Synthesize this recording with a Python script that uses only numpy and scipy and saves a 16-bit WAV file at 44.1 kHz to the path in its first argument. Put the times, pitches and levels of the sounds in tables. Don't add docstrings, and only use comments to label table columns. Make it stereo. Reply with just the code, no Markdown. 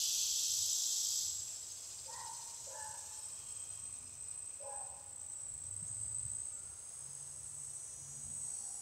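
import sys
import numpy as np
from scipy import signal
from scipy.fft import rfft, irfft, next_fast_len
from scipy.io import wavfile
from scipy.ndimage import uniform_filter1d, map_coordinates

SR = 44100
rng = np.random.default_rng(int(sys.argv[2]) if len(sys.argv) > 2 else 0)


def wav_out(sig):
    wavfile.write(sys.argv[1], SR, np.round(np.clip(np.atleast_2d(sig).T, -1, 1) * 32767).astype(np.int16))


N = 388521

# time_s, clicks_per_s
EVEN_PACE = [(5, 250), (7.2, 250), (7.8, 249.4), (8.3, 248.8), (8.81, 248.2)]
# pitch_hz, width_hz, gain_db
SECOND_ABDOMEN = [(8160, 139, -4), (8230, 370, -10.5)]
# time_s, peak_db
HARD_STROKES = [(3.928, -38), (4.286, -36), (5.580, -36), (5.766, -33), (5.9695, -36), (6.186, -30),
                (6.2535, -34), (7.133, -38), (7.1523, -36)]
CHORUS_PAN_DB = 7.5


def amp(db):
    return 10 ** (np.asarray(db) / 20)


def unit(x):
    return x / np.sqrt(np.mean(np.atleast_2d(x).mean(0) ** 2) + 1e-20)


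def levelled(x):
    power = np.abs(uniform_filter1d(x ** 2, SR // 8, axis=-1))
    return x / np.sqrt(power + 1e-20)


def sides(pan_db):
    gains = amp(np.array([pan_db, -pan_db]) / 2).reshape(2, -1)
    return gains / np.sqrt(np.mean(gains ** 2, axis=0))


def along(points, hz):
    point_hz, values = np.transpose(points)
    return np.interp(np.log(hz + 1), np.log(point_hz + 1), values)


def clock():
    return np.arange(N) / SR


def curves(rows):
    times, *columns = np.transpose(rows)
    return [np.interp(clock(), times, column) for column in columns]


def ramp(start, length):
    return np.clip((clock() - start) / length, 0, 1)


def fade(start, end):
    return np.clip((end - clock()) / (end - start), 0, 1)


def bell(peak_s, spread_s):
    return np.exp(-.5 * ((clock() - peak_s) / spread_s) ** 2)


def wobble(rate):
    knots = rng.standard_normal(int(N * rate / SR) + 4)
    at = np.arange(0, len(knots), 1 / 10)
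    return np.interp(clock() * rate, at, map_coordinates(knots, [at]))


def phase_of(hz):
    return 2 * np.pi * np.cumsum(hz) / SR


def filtered(x, response):
    size = next_fast_len(N + SR // 2)
    return irfft(rfft(x, size) * response(np.fft.rfftfreq(size, 1 / SR)), size)[..., :N]


def coloured(x, points):
    return filtered(x, lambda hz: amp(along(points, hz)))


def ring(x, modes):
    return filtered(x, lambda hz: sum(
        (-1) ** k * amp(db) * 1j * hz * width / (centre ** 2 - hz ** 2 + 1j * hz * width)
        for k, (centre, width, db) in enumerate(modes)))


def band(centre_hz, width_hz):
    noise = rng.standard_normal(N)
    return unit(filtered(noise, lambda hz: np.exp(-(1.22 * (hz - centre_hz) / width_hz) ** 2)))


def rush(spectrum, likeness):
    def mid_and_side(hz):
        angle = np.arccos(np.clip(along(likeness, hz), -1, 1)) / 2
        return amp(along(spectrum, hz)) * [np.cos(angle), np.sin(angle)]
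    mid, side = filtered(rng.standard_normal((2, N)), mid_and_side)
    return unit(np.array([mid + side, mid - side]))


def clicks(times, sizes):
    at = times[:, None] * SR
    index = np.floor(at).astype(int) + np.arange(-7, 9)
    pulses = np.sinc(index - at) * np.sinc((index - at) / 8) * sizes[:, None]
    return np.bincount(np.clip(index, 0, N).ravel(), pulses.ravel(), N + 1)[:N]


def beats(rate):
    turns = np.cumsum(rate * np.ones(N)) / SR
    return np.interp(np.arange(1, int(turns[-1])), turns, clock())


def foliage(x, t60, wet_db):
    t = np.arange(int((t60 + .01) * SR)) / SR
    sway = np.pi * clock() + wobble(1.986)
    out = np.array([x, np.roll(x, 4)])
    for weight in (np.cos(sway), np.sin(sway)):
        tail = rng.standard_normal((2, len(t))) * amp(-60 * t / t60)
        echoes = signal.fftconvolve(x[None], tail / np.linalg.norm(tail[0]), axes=1)[:, :N]
        out = out + amp(wet_db) * weight * echoes
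    return out


def summer_air():
    # frequency_hz, gain_db
    colour = [(120, -10), (200, -12), (350, -7), (550, -5.5), (1100, -6.5), (1700, -10.5), (3000, -11),
              (5000, -12.5), (7000, -17), (8100, 11.5), (9200, -1), (10500, -16.5), (12500, -23),
              (15500, -16)]
    # frequency_hz, left_right_likeness
    likeness = [(200, 0.94), (600, 0.96), (1200, 0.76), (2500, 0), (8000, 0)]
    return amp(-58 + .6 * wobble(2.95)) * rush(colour, likeness) * sides(1.8)


def traffic():
    # peak_s, spread_s, rise_db
    passes = [(3.85, 0.38, 4.5), (5.95, 0.39, 9.5), (7.5, 0.21, 5), (8.28, .14, 8)]
    # start_s, length_s, start_hz, end_hz, level_db
    pulls = [(5.548, 0.39, 84, 100, -54), (5.832, 0.67, 105, 109.1, -56.5), (6.899, 1, 134, 138.4, -65.5),
             (7.853, 0.69, 137, 141.8, -60.5)]
    # frequency_hz, gain_db
    colour = [(15, -60), (27, -31), (42, -10), (58, -2.5), (90, 3.5), (130, -3), (185, -15), (230, -13),
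              (330, -39), (600, -62)]
    rev_s, attack_s, release_s = 0.28, 0.17, 0.22
    rumble_db = -70 + 2 * wobble(9) + sum(db * bell(s, spread) for s, spread, db in passes)
    engine = np.zeros(N)
    for s, length, start_hz, end_hz, db in pulls:
        pitch_hz = start_hz + (end_hz - start_hz) * ramp(s, rev_s)
        phase = phase_of(pitch_hz * (1 + 0.014 * wobble(40)))
        load = ramp(s, attack_s) * fade(s + length - release_s, s + length)
        engine += amp(db + 2.0 * wobble(22)) * load * np.sin(phase)
    rumble = amp(rumble_db) * rush(colour, likeness=[(40, 0.61), (70, 0.95), (200, 0.9)])
    return rumble * sides(1.1) + engine * sides(4.8)


def bumps():
    # peak_s, spread_s, pitch_hz, level_db
    thuds = [(5.83, 0.0054, 150, -45.5), (6.26, 0.0053, 108, -41.5), (7.09, 0.0055, 163, -59)]
    return sides(9) * sum(amp(db) * bell(s, spread) * np.sin(2 * np.pi * hz * (clock() - s))
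                          for s, spread, hz, db in thuds)


def far_calls():
    # start_s, length_s, pitch_hz, width_hz, level_db
    calls = [(3.13, 0.9, 3210, 120, -71), (3, 2.1, 2540, 270, -74.5), (2.96, 1.24, 1120, 260, -74),
             (6.5, 0.31, 1380, 120, -74), (8.45, 1, 785, 100, -67), (3.85, 0.303, 256, 26, -75),
             (8.08, 0.43, 226, 25, -69), (8.4, 0.63, 231, 9.2, -80)]
    out = np.zeros(N)
    for s, length, pitch_hz, width_hz, db in calls:
        swell = np.abs(np.sin(np.pi * ramp(s, length))) ** 0.4
        out += amp(db) * swell * band(pitch_hz, width_hz)
    return out * sides(7.4)


def bird():
    # start_s, length_s, start_hz, end_hz, relative_db
    chirps = [(5.181, 0.029, 5840, 6550, -64), (5.261, 0.035, 5880, 6240, -66),
              (5.365, 0.034, 5620, 5900, -65), (5.857, 0.036, 5880, 7700, -55.5),
              (6.52, 0.055, 7550, 7840, -51), (8.08, .05, 7150, 7750, -55)]
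    out = np.zeros(N)
    for s, length, start_hz, end_hz, db in chirps:
        progress = ramp(s, length)
        pitch_hz = start_hz + (end_hz - start_hz) * progress
        out += amp(db) * np.sin(np.pi * progress) * np.sin(phase_of(pitch_hz))
    return foliage(out, t60=0.3, wet_db=5.5) * sides(3) * amp(2.0)


def dog():
    # start_s, length_s, pitch_hz, level_db, gruff_db, hoarseness (share of pitch), rasp_db
    barks = [(2.047, 0.23, 936.5, -51, -17.5, 0.03, -7), (2.659, 0.28, 869, -52.5, -6, 0.026, -4.5),
             (4.599, 0.24, 825.3, -51.5, 5.5, .04, -2)]
    # centre_hz, width_hz, gain_db
    muzzle = [(985, 98, -7.5), (1540, 300, -16)]
    howl_lag_s, howl_attack_s = .022, 0.024
    echo_colour = [(550, -3.0), (900, 1.0), (1800, -6)]
    rasp = sum(amp(db) * band(hz, width) for hz, width, db in muzzle)
    gruff = band(558, 84)
    out = np.zeros((2, N))
    for s, length, pitch_hz, db, gruff_db, hoarseness, rasp_db in barks:
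        arch = np.abs(np.sin(np.pi * ramp(s + howl_lag_s, length)))
        phase = phase_of(pitch_hz * (.965 + .04 * arch + hoarseness * wobble(330)))
        throat = np.sin(phase) + amp(-9) * arch ** 2 * np.sin(2 * phase) + amp(rasp_db) * rasp
        howl = arch ** 0.24 * ramp(s + howl_lag_s, howl_attack_s) * throat
        opening = amp(gruff_db) * ramp(s, 0.012) * fade(s + 0.049, s + 0.17) * gruff
        early = foliage(howl + opening, t60=.2, wet_db=4)[0]
        late = foliage(early, t60=1.5, wet_db=1.0) - early
        bark = early + coloured(late, echo_colour)
        narrowed = unit(0.44 * bark + 0.21 * bark[::-1])
        out += amp(db) * np.sqrt(length * SR / N) * narrowed
    return out * sides(2.7)


def rattle(rate, jitter_s, size_db, smear_s):
    times = beats(rate * (1 + .004 * wobble(6.6)))
    chance = rng.standard_normal((len(times), 2))
    energy = clicks(times + jitter_s * chance[:, 0], amp(size_db * chance[:, 1]) ** 2)
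    smeared = signal.lfilter([1], [1, -np.exp(-1 / (smear_s * SR))], energy)
    return unit(np.sqrt(np.abs(smeared)) * rng.standard_normal((2, N)))


def throb(rate_hz=13.9, peak_s=1.92):
    return np.cos(2 * np.pi * rate_hz * (clock() - peak_s))


def chorus():
    # frequency_hz, gain_db
    colour = [(2000, -26), (2700, -14.5), (3500, -13), (4000, -12), (4700, -10.5), (5150, -5), (6000, -1),
              (6800, -2.5), (7500, 2.5), (8500, -21), (9500, -14), (11000, -18.5), (12400, -15),
              (14000, -31), (15500, -63)]
    level_db = -53.5 - 14 * ramp(2.94, 2.03)
    ribs = rattle(rate=430, jitter_s=0.00031, size_db=3.5, smear_s=0.0041)
    voice = unit(coloured(ribs + amp(-1.5) * foliage(ribs[1], t60=.08, wet_db=12), colour))
    low = filtered(voice, lambda hz: hz < 5400)
    high = filtered(voice, lambda hz: hz > 8300)
    middle = voice - low - high
    pumping = amp(1.6 * fade(2.4, 3.1) * throb())
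    return ((low * pumping + middle) * sides(CHORUS_PAN_DB) + high * sides(-1.5)) * amp(level_db)


def brief_rings():
    # peak_s, spread_s, pitch_hz, level_db
    rings = [(1.74, .05, 6400, -56), (2.38, .06, 6200, -57), (2.7, .1, 6770, -56), (2.72, 0.053, 6200, -63),
             (2.65, .28, 5880, -63), (4.06, 0.053, 5080, -70.5), (6.5, .25, 9200, -68),
             (6.98, .15, 9900, -64), (7.3, .12, 9680, -66), (8.65, .15, 10400, -70)]
    ringing = sum(amp(db) * bell(s, spread) * band(hz, 67) for s, spread, hz, db in rings)
    return ringing * amp(2 * throb()) * sides(CHORUS_PAN_DB)


def throbber():
    ribs = rattle(rate=220, jitter_s=0.00018, size_db=-2.5, smear_s=0.0019)
    voice = levelled(ring(ribs, [(5100, 63, 5), (4600, 400, -5)]))
    return voice * amp(-60.5 + 6.3 * throb()) * bell(2.05, .46) * sides(7.4)


def whine(phase):
    # harmonic (rounded for pitch), peak_s, spread_s, level_db
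    lines = [(18, 8.6, 0.11, -68), (19, 6.2, 0.42, -73.5), (19.9, 7.1, 0.19, -74), (20, 9, 0.46, -74),
             (21, 7.93, .1, -75), (23, 8.8, 0.75, -65), (24.2, 7.98, .22, -58.5), (24, 8.7, 0.18, -68),
             (25, 8.4, 0.17, -67), (25.2, 8.3, 0.3, -70), (26, 6.95, 1.7, -63), (27, 8.1, 0.65, -60),
             (28, 8.8, .55, -63.5), (37, 6.8, 0.56, -66.5), (38, 8.75, .25, -60), (42, 6.8, 1.1, -69),
             (43, 9.3, 0.7, -74), (44, 8.2, 0.57, -67), (45, 8.5, 0.65, -72)]
    # frequency_hz, left_over_right_db
    pan = [(4500, -4), (4750, -13), (6200, 3), (6500, -27), (6750, 2), (9200, -21)]
    out = np.zeros((2, N))
    for harmonic, s, spread, db in lines:
        waver = 0.12 * wobble(45) + rng.uniform(0, 2 * np.pi) + rng.normal(0, 0.66, (2, 1))
        level = amp(db + 2.5 * wobble(4.8)) * bell(s, spread)
        tone = np.sqrt(2) * np.sin(round(harmonic) * phase + waver)
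        out += level * tone * sides(along(pan, harmonic * EVEN_PACE[0][1]))
    return ramp(start=5.07, length=0.85) * out


def even_singer():
    # time_s, level_db
    swell = [(5.4, -74), (6.3, -74), (7.1, -59.5), (8.3, -59), (8.81, -54)]
    # frequency_hz, gain_db
    colour = [(3000, -40), (4500, -12.5), (5400, -5), (5900, 3), (6750, 3.5), (7300, 4.5), (9400, 3.5),
              (9750, 1.5), (10800, 6), (11300, -7.5), (11900, -32), (13000, -32), (14000, -9), (15500, -22)]
    # frequency_hz, left_over_right_db
    pan = [(4500, -12), (6000, -12), (7500, 28), (9400, -12), (11000, -7), (14000, -6)]
    rate, = curves(EVEN_PACE)
    rasp_db, = curves(swell)
    phase = phase_of(rate * (1 + 0.000423 * wobble(25)))
    ribs = rattle(rate, jitter_s=.00006, size_db=1, smear_s=.003)
    times = beats(rate * (1 + 0.000391 * wobble(25)))
    accents = 1 + 0.99 * np.cos(2 * np.pi * np.arange(len(times)) / 3)
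    ringing = unit(foliage(clicks(times, accents), t60=.05, wet_db=11.0))
    rasp = coloured(ribs + ringing, colour)
    rasp = unit(filtered(rasp, lambda hz: sides(along(pan, hz))))
    return whine(phase) + amp(rasp_db) * rasp


def strokes(rate, limp):
    times = beats(rate * (1 + .012 * wobble(5)))
    times = times + limp / rate * (np.arange(len(times)) % 2)
    return times + .0016 * rng.standard_normal(len(times))


def shrill(times, abdomen, gap_s, step_db, droop, wet_db, ribs):
    voice = np.zeros(N)
    for rib in range(ribs):
        chance = rng.standard_normal((len(times), 2))
        sizes = amp(step_db * rib + 2.0 * chance[:, 1])
        pops = clicks(times + gap_s * rib + 0.000398 * chance[:, 0], sizes)
        voice += ring(pops, np.array(abdomen) * [1 - droop * rib, 1, 1])
    colour = [(5000, -43), (6800, -19), (7350, 0.5), (8400, 1.0), (9000, -23), (11000, -19)]
    return levelled(coloured(foliage(voice, t60=.04, wet_db=wet_db), colour))


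def placed(voice, level_db):
    return voice * amp(level_db) * sides(10 + 0.9 * (level_db + 48))


def first_singer():
    # pitch_hz, width_hz, gain_db
    abdomen = [(7490, 160, -6), (7790, 144, -4)]
    level_db = -38.5 - 3 * fade(0, 0.62) - 13.5 * ramp(1.24, 0.63) - 2.5 * ramp(3.2, 0.39)
    times = strokes(rate=56.5, limp=0.15)
    voice = shrill(times, abdomen, gap_s=0.003, step_db=-4.5, droop=0.0022, wet_db=-0.5, ribs=4)
    return placed(voice, level_db) * fade(1.6, 17.0)


def swelling(rest_db=-54.5, flutter_db=.5):
    # peak_s, rise_s, fall_s, height_db
    swells = [(2.25, .15, 0.39, 3.5), (2.92, 0.23, 0.25, 7), (3.269, 0.2, 0.25, 9.5),
              (3.62, 0.28, 0.66, 10), (4.32, 0.28, 0.47, 8.5), (4.82, 0.47, 0.17, 10.5),
              (5.45, 0.5, 0.32, 10.5), (6.15, 0.99, 0.71, 14.5), (7.15, 0.55, .4, 6),
              (7.66, 0.45, 0.41, 10), (8.43, 0.36, 0.59, 12.5)]
    heights = [db * np.sin(np.pi / 2 * ramp(s - rise, rise) * fade(s, s + fall))
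               for s, rise, fall, db in swells]
    return rest_db + np.max(heights, axis=0) + flutter_db * wobble(8)


def drifting(voice, pitch_hz):
    shift = np.exp(1j * phase_of(pitch_hz - SECOND_ABDOMEN[0][0]))
    return np.real(signal.hilbert(voice, next_fast_len(N))[:, :N] * shift)


def second_singer():
    # time_s, opening_hz, closing_hz, closing_relative_db
    notes = [(2.2, 8050, 8020, 0), (4.3, 8230, 8060, -0.5), (4.9, 8230, 8060, -2), (5.15, 8150, 7900, -3),
             (5.5, 8180, 7890, 1.5), (5.8, 8200, 7900, -6.5), (6.4, 8165, 7900, -6.5), (6.9, 8380, 8100, 2),
             (7.35, 8300, 8020, 3), (7.85, 8450, 8050, -1), (8.25, 8230, 7950, -2), (8.55, 8280, 7930, -4),
             (8.81, 8270, 7920, 7)]
    high_hz, low_hz, low_db = curves(notes)
    opens = strokes(rate=59.6, limp=0.08)
    closes = opens + .006
    high = shrill(opens, SECOND_ABDOMEN, gap_s=.0028, step_db=-0.3, droop=0.0035, wet_db=3.5, ribs=3)
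    low = shrill(closes, SECOND_ABDOMEN, gap_s=.003, step_db=1.5, droop=0.002, wet_db=4, ribs=2)
    voice = (drifting(high, high_hz) + amp(low_db) * drifting(low, low_hz)) / np.hypot(1, amp(low_db))
    duck = amp(-15 * sum(bell(s - .003, .004) for s, _ in HARD_STROKES))
    return placed(voice, swelling()) * duck * ramp(start=0.81, length=0.92)


def snaps(pitch_hz=8100):
    envelope = sum(amp(db) * bell(s, 0.0016) for s, db in HARD_STROKES)
    return envelope * np.sin(2 * np.pi * pitch_hz * clock()) * sides(11.0)


def loud_buzz():
    # pitch_hz, width_hz, gain_db
    modes = [(5300, 25, -5), (5630, 21, -3), (5790, 24, -2), (5960, 25, 0), (6400, 17, -2), (6430, 22, -12),
             (5020, 39, -2.5), (3390, 95, -3.5)]
    # frequency_hz, gain_db
    colour = [(2200, -36.5), (2550, -12.5), (3000, -4.5), (3350, -3), (4200, -0.5), (5300, 2.5), (6300, 5),
              (7000, 3), (8200, -11), (9000, -14), (9550, -8), (10800, -17), (12200, -8), (14300, -16.5),
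              (14800, -33)]
    # frequency_hz, left_over_right_db
    pan = [(2700, 8), (3500, 1), (6500, 4), (8500, 8), (10300, -10), (12200, -6), (14000, 0)]
    sag_db_per_s, stop_s, stop_db_per_s = 4.5, 1.225, 72
    level_db = -33 - sag_db_per_s * clock() - stop_db_per_s * np.maximum(clock() - stop_s, 0)
    pumping = amp(0.48 * np.sin(2 * np.pi * 23.0 * clock()))
    ribs = rattle(rate=910, jitter_s=0.00017, size_db=-0.5, smear_s=0.00074) * pumping
    rings = sum(ring(ribs[0], [mode]) for mode in modes)
    echoes = foliage(ribs[0], t60=0.087, wet_db=17.5) * amp(-23.5)
    voice = coloured(ribs + rings + echoes, colour)
    voice = filtered(voice, lambda hz: sides(along(pan, hz)))
    thin = coloured(voice, [(2850, -11.0), (3200, 1.0)])
    voice = thin + (voice - thin) * fade(0.052, 0.99)
    faint_tail = amp(-58.5) * fade(1.85, 3.3)
    return voice / voice.std() * (amp(level_db) + faint_tail)


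def scene():
    air = summer_air()
    near_cicadas = loud_buzz() + first_singer() + second_singer() + snaps()
    other_cicadas = chorus() + brief_rings() + throbber() + even_singer()
    distance = dog() + bird() + far_calls() + traffic() + bumps()
    return air + distance + other_cicadas + near_cicadas


def record(dry, top_hz=15700):
    thinned = coloured(dry, [(20, -26), (32, 1), (42, -11), (52, 0.5)])
    return filtered(thinned, lambda hz: hz < top_hz)


dry = scene()
out = record(dry)
wav_out(out)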